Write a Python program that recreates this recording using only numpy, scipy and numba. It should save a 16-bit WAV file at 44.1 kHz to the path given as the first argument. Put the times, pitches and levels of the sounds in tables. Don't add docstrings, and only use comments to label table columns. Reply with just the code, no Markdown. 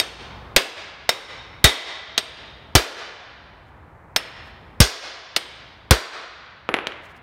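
import sys
import numpy as np
from scipy import signal
from scipy.fft import rfft, irfft, next_fast_len
from scipy.io import wavfile
from scipy.ndimage import uniform_filter1d, minimum_filter1d, map_coordinates
from numba import njit

SR = 44100
rng = np.random.default_rng(int(sys.argv[2]) if len(sys.argv) > 2 else 0)


def to_wav(s):
    ch = np.atleast_2d(s).T
    pcm = np.round(np.clip(ch, -1, 1) * 32767)
    wavfile.write(sys.argv[1], SR, pcm.astype(np.int16))


N = 318666


def amp(db):
    return 10 ** (np.asarray(db) / 20)


def unit(x):
    return x / np.sqrt(np.mean(x ** 2) + 1e-20)


def along(points, hz):
    f, value = np.transpose(points)
    return np.interp(np.log(hz + 1), np.log(f + 1), value)


def fade(t, t60):
    return np.exp(-np.log(1000) * t / np.maximum(t60, 1e-4))


def filtered(x, response):
    size = next_fast_len(len(x) + SR // 4)
    spectrum = rfft(x, size) * response(np.fft.rfftfreq(size, 1 / SR))
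    return irfft(spectrum, size)[:len(x)]


def noise(size, shape_db):
    return unit(filtered(rng.standard_normal(size), lambda hz: amp(shape_db(hz))))


def add(track, s, sound):
    start = max(round(s * SR), 0)
    track[start:start + len(sound)] += sound[:N - start]


def click(shape_db, size=4096):
    cepstrum = irfft(np.log(amp(shape_db(np.fft.rfftfreq(size, 1 / SR)))))
    cepstrum[1:size // 2] *= 2
    cepstrum[size // 2 + 1:] = 0
    pulse = irfft(np.exp(rfft(cepstrum)))
    return pulse / np.linalg.norm(pulse)


def chattering(pulse, t, t60):
    bounces = rng.standard_normal(len(t)) * fade(t, t60)
    return signal.fftconvolve(bounces, pulse)[:len(t)]


def ring(modes, t):
    total = np.zeros(len(t))
    for hz, db, t60 in modes:
        strike = amp(db + rng.standard_normal())
        total += strike * fade(t, t60) * np.sin(2 * np.pi * (hz * t + rng.random()))
    return total


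# (f/Hz, relative level/dB)
RUMBLE_SPECTRUM = [(15, -33.5), (30, -19.5), (55, 0), (110, -4), (200, -10.5), (330, -13.5), (600, -15),
                   (900, -12), (1500, -19), (2100, -23.5), (3200, -43), (5000, -49), (8000, -51),
                   (15000, -55.5)]
RUMBLE_START_DB, RUMBLE_FALL_DB_PER_S = -41, 1


def ambience():
    level_db = RUMBLE_START_DB - RUMBLE_FALL_DB_PER_S * np.arange(N) / SR
    return amp(level_db) * noise(N, lambda hz: along(RUMBLE_SPECTRUM, hz))


# (f/Hz, t60/s)
HALL_T60 = [(100, .7), (300, 0.87), (1000, 1.45), (2000, 1.428), (4000, 1.177), (6000, 0.9), (8500, 0.61),
            (12000, .48), (16000, .38)]
# (f/Hz, level/dB)
HALL_COLOUR = [(60, -34.5), (170, -6.5), (300, 8.5), (500, 4), (1200, 2.5), (3500, -.5), (6000, -6),
               (10000, -3.5), (16000, -8.5)]


def hall(sound, near_db, hall_db, near_t60, build_s=0.0009):
    hz, s, bands = signal.stft(rng.standard_normal(2 * SR), SR, nperseg=256)
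    near = amp(near_db) * fade(s, near_t60)
    far = amp(hall_db) * fade(s, along(HALL_T60, hz)[:, None])
    colour = amp(along(HALL_COLOUR, hz))[:, None]
    tail = signal.istft(bands * (near + far) * colour, SR, nperseg=256)[1]
    tail *= 1 - np.exp(-np.arange(len(tail)) / SR / build_s)
    return signal.fftconvolve(sound, tail)


# (f/Hz, level/dB)
CRACK_SPECTRUM = [(30, -37), (150, -12), (400, -0.5), (650, 1), (850, -3), (2000, 1), (2600, -1.5),
                  (3800, 1.5), (5300, -1), (6700, -5.5), (7600, -11), (8700, -10), (10200, -18.5),
                  (11500, -16), (15500, -20.5)]
LINGER_DB, LINGER_AGE_S = 8, 0.5


def lingering_echo():
    crack = click(lambda hz: along(CRACK_SPECTRUM, hz))
    echo = hall(crack, near_db=-46, hall_db=-50, near_t60=0.16)
    track = np.zeros(N)
    add(track, 0, amp(LINGER_DB) * echo[round(LINGER_AGE_S * SR):])
    return track


# (t/s, level/dB, length/s either side of the peak)
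RUSTLES = [(3.685, -71.5, 0.021), (4.475, -63.5, 0.041), (7.05, -54.5, .022), (7.105, -60.5, 0.021),
           (7.166, -59, .017)]


def grip():
    t = np.arange(N) / SR
    strokes = sum(amp(db) * np.exp(-((t - s) / length) ** 2) for s, db, length in RUSTLES)
    grains = unit(uniform_filter1d(rng.exponential(size=N) ** 3, 40))
    spectrum = [(500, -5), (4200, 3.5), (8000, -4.5), (15000, -11)]  # (f/Hz, level/dB)
    return strokes * grains * noise(N, lambda hz: along(spectrum, hz))


# (t/s, level/dB, centre f/Hz)
KNOCKS = [ (1.6940, 19, 3780), (4.8568, 3, 3820), (6.6900, 9.5, 1610), (6.6939, 5.5, 380),
          (6.7160, -12, 1500), (6.7411, 14.5, 2330), (6.7440, 6.5, 920), (6.767, 1.5, 1730),
          (6.7881, 1.5, 1570), (6.8706, 5.5, 4300), (6.921, -8, 2600), ]
# (f/Hz, level/dB)
KNOCK_SPECTRUM = [(30, -11.5), (160, 8), (350, 11), (1000, 1.5), (2800, -3.5), (5000, -17.5), (8000, -27.5),
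                  (15000, -36.5)]
# (f/Hz, level/dB, t60/s)
PING = [(11200, -32, .15), (14580, -39, .12), (15020, -49.5, .15)]


def knocks():
    track, t = np.zeros(N), np.arange(SR // 2) / SR
    for s, db, centre_hz in KNOCKS:
        focus_db = lambda hz: -7 * np.log1p(np.log2((hz + 1) / centre_hz) ** 2)
        contact = click(lambda hz: along(KNOCK_SPECTRUM, hz) + focus_db(hz))
        chatter = amp(-22) * chattering(contact, t, t60=0.025)
        ping = amp(-28.5) * ring(PING, t)
        echo = hall(contact, near_db=-46.5, hall_db=-47.0, near_t60=0.36)
        for part in contact, chatter + ping, echo:
            add(track, s, amp(db) * part)
    return track


BRIGHTER_DB, BRIGHT_ABOVE_HZ, MEDIUM_FORCE_DB = 0.2535, 3800, 4
CLANG_OCTAVES = 0.42
RESONANCE_DB, RESONANCE_SPACING_HZ = 2.16, 130


def steel_contact(force_db, clang_hz, clang_db):
    heights = rng.standard_normal(size=512)

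    def shape_db(hz):
        octaves_up = np.log2(np.maximum(hz / BRIGHT_ABOVE_HZ, 1))
        treble = BRIGHTER_DB * (force_db - MEDIUM_FORCE_DB) * octaves_up
        clang = clang_db / (1 + (np.log2((hz + 1) / clang_hz) / CLANG_OCTAVES) ** 2)
        ripple = map_coordinates(heights, [hz / RESONANCE_SPACING_HZ], mode="mirror")
        crowd = RESONANCE_DB * hz / (hz + 1500) * ripple
        return along(CRACK_SPECTRUM, hz) + treble + clang + crowd

    return click(shape_db)


THUD_HZ, THUD_SAG_HZ, THUD_SAG_S = 54.6, 210, 0.0049
THUD_ATTACK_S, THUD_LONGEST_T60_S = 0.0026, 0.095


def thud(t, weight_db):
    cycles = THUD_HZ * t + THUD_SAG_HZ * THUD_SAG_S * (1 - np.exp(-t / THUD_SAG_S))
    t60 = THUD_LONGEST_T60_S * amp(min(weight_db, 0) / 2)
    attack = 1 - np.exp(-t / THUD_ATTACK_S)
    return np.sin(2 * np.pi * cycles) * fade(t, t60) * attack


# (t/s, force level/dB, chatter t60/s, floor thud level/dB, clang centre f/Hz, clang level/dB,
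#  shaft ring level/dB, race ring level/dB, ping level/dB)
BLOWS = [ (0.0005, -0.5, 0.0043, -60.5, 8700, 3, -1.5, -10, -13.5),
         (0.5632, 13, 0.022, -16, 2750, 3, -11, -5, -14), (1.092, 4.5, 0.025, -59, 990, 3.5, 1, 1.5, -9.5),
         (1.642, 16, 0.062, -0.5, 3780, 4.5, 2.5, -7.5, 2.5),
         (2.1780, 1.5, 0.045, -48, 3200, 6, -3.5, -14.5, -31),
         (2.7523, 15, 0.048, 1, 500, 1.5, -9.5, -15, -3.5), (4.1620, -2, 0.023, -41, 2120, 6.5, -8, 1.5, 2),
         (4.803, 17, .033, 5, 5240, 8, -14, -6.5, -5.5), (5.3630, 0, 0.04, -62, 3110, 3.5, -21, -11.5, 3),
         (5.9090, 14, 0.03, 6, 1300, 5, -14, -13.5, 0), ]
# (f/Hz, level/dB, t60/s)
SHAFT = [(626, -23.5, .06), (2012, -12.5, .035), (3280, -19.5, .035), (3725, -12, .08), (6680, -26, 0.054)]
RACE = [(2060, -17, 0.0076), (2130, -15, 0.014), (5400, -10.5, 0.027), (5330, -12, 0.089), (5340, -39, .31),
        (13700, -25, .055)]
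HEAD = [(4670, -14, 0.041), (8530, -20, 0.043), (8480, -18.5, .06), (12130, -26.5, .049)]
# (f/Hz, level/dB)
SHUDDER_SPECTRUM = [(20, 3.5), (45, -1), (100, -4), (170, -1), (330, -14), (1500, -49)]
RING_LOSS = 0.13
HALL_GROWS, SCATTER_GROWS = 0.22, 0.84


def hammer():
    track, t = np.zeros(N), np.arange(SR * 3 // 4) / SR
    for s, force_db, chatter_t60, thud_db, clang_hz, clang_db, shaft_db, race_db, ping_db in BLOWS:
        crack = steel_contact(force_db, clang_hz, clang_db)
        chatter = chattering(crack, t, chatter_t60)

        pressed = amp(-RING_LOSS * force_db) * (amp(race_db) * ring(RACE, t) + ring(HEAD, t))
        steel = amp(shaft_db) * ring(SHAFT, t) + pressed + amp(ping_db) * ring(PING, t)

        shudder = noise(len(t), lambda hz: along(SHUDDER_SPECTRUM, hz)) * fade(t, t60=0.08)
        shudder_db = thud_db / 2 - 11
        floor = amp(thud_db) * thud(t, thud_db) + amp(shudder_db) * shudder

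        radiated = steel + amp(22.0) * np.pad(crack, (0, len(t) - len(crack)))
        near_db = -45.0 + SCATTER_GROWS * force_db
        echo = hall(radiated, near_db, hall_db=-50.0, near_t60=0.16)
        add(track, s, amp(force_db) * (chatter + steel + floor))
        add(track, s, amp(force_db + HALL_GROWS * force_db) * echo)
    return track


def scene():
    return (hammer() + knocks() + grip() + ambience() + lingering_echo())[None]


@njit
def follow(wanted, attack, release):
    out, gain = np.empty_like(wanted), 1.0
    for i in range(len(wanted)):
        gain += (wanted[i] - gain) / (attack if wanted[i] < gain else release)
        out[i] = gain
    return out


def gain_control(x, threshold_db, depth_db, hold, attack, release):
    level = np.sqrt(np.abs(uniform_filter1d(x ** 2, size=128)))
    wanted = np.maximum(1 / np.maximum(level / amp(threshold_db), 1), amp(depth_db))
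    half = int(hold * SR / 2)
    held = minimum_filter1d(wanted, 2 * half + 1, origin=half, mode="nearest")
    return x * follow(held, attack * SR, release * SR)


CEILING, TOP_HZ = 0.73, 15900


def record(dry):
    x = gain_control(dry[0], threshold_db=1.5, depth_db=-11.5, hold=0.4, attack=0.002, release=0.62)
    x = gain_control(x, threshold_db=-11, depth_db=-6.5, hold=0.188, attack=0.008, release=0.014)
    x = x / (1 + (x / CEILING) ** 6) ** (1 / 6)
    return filtered(x, lambda hz: 1 / (1 + (hz / TOP_HZ) ** 160))[None]


dry = scene()
out = record(dry)
to_wav(out)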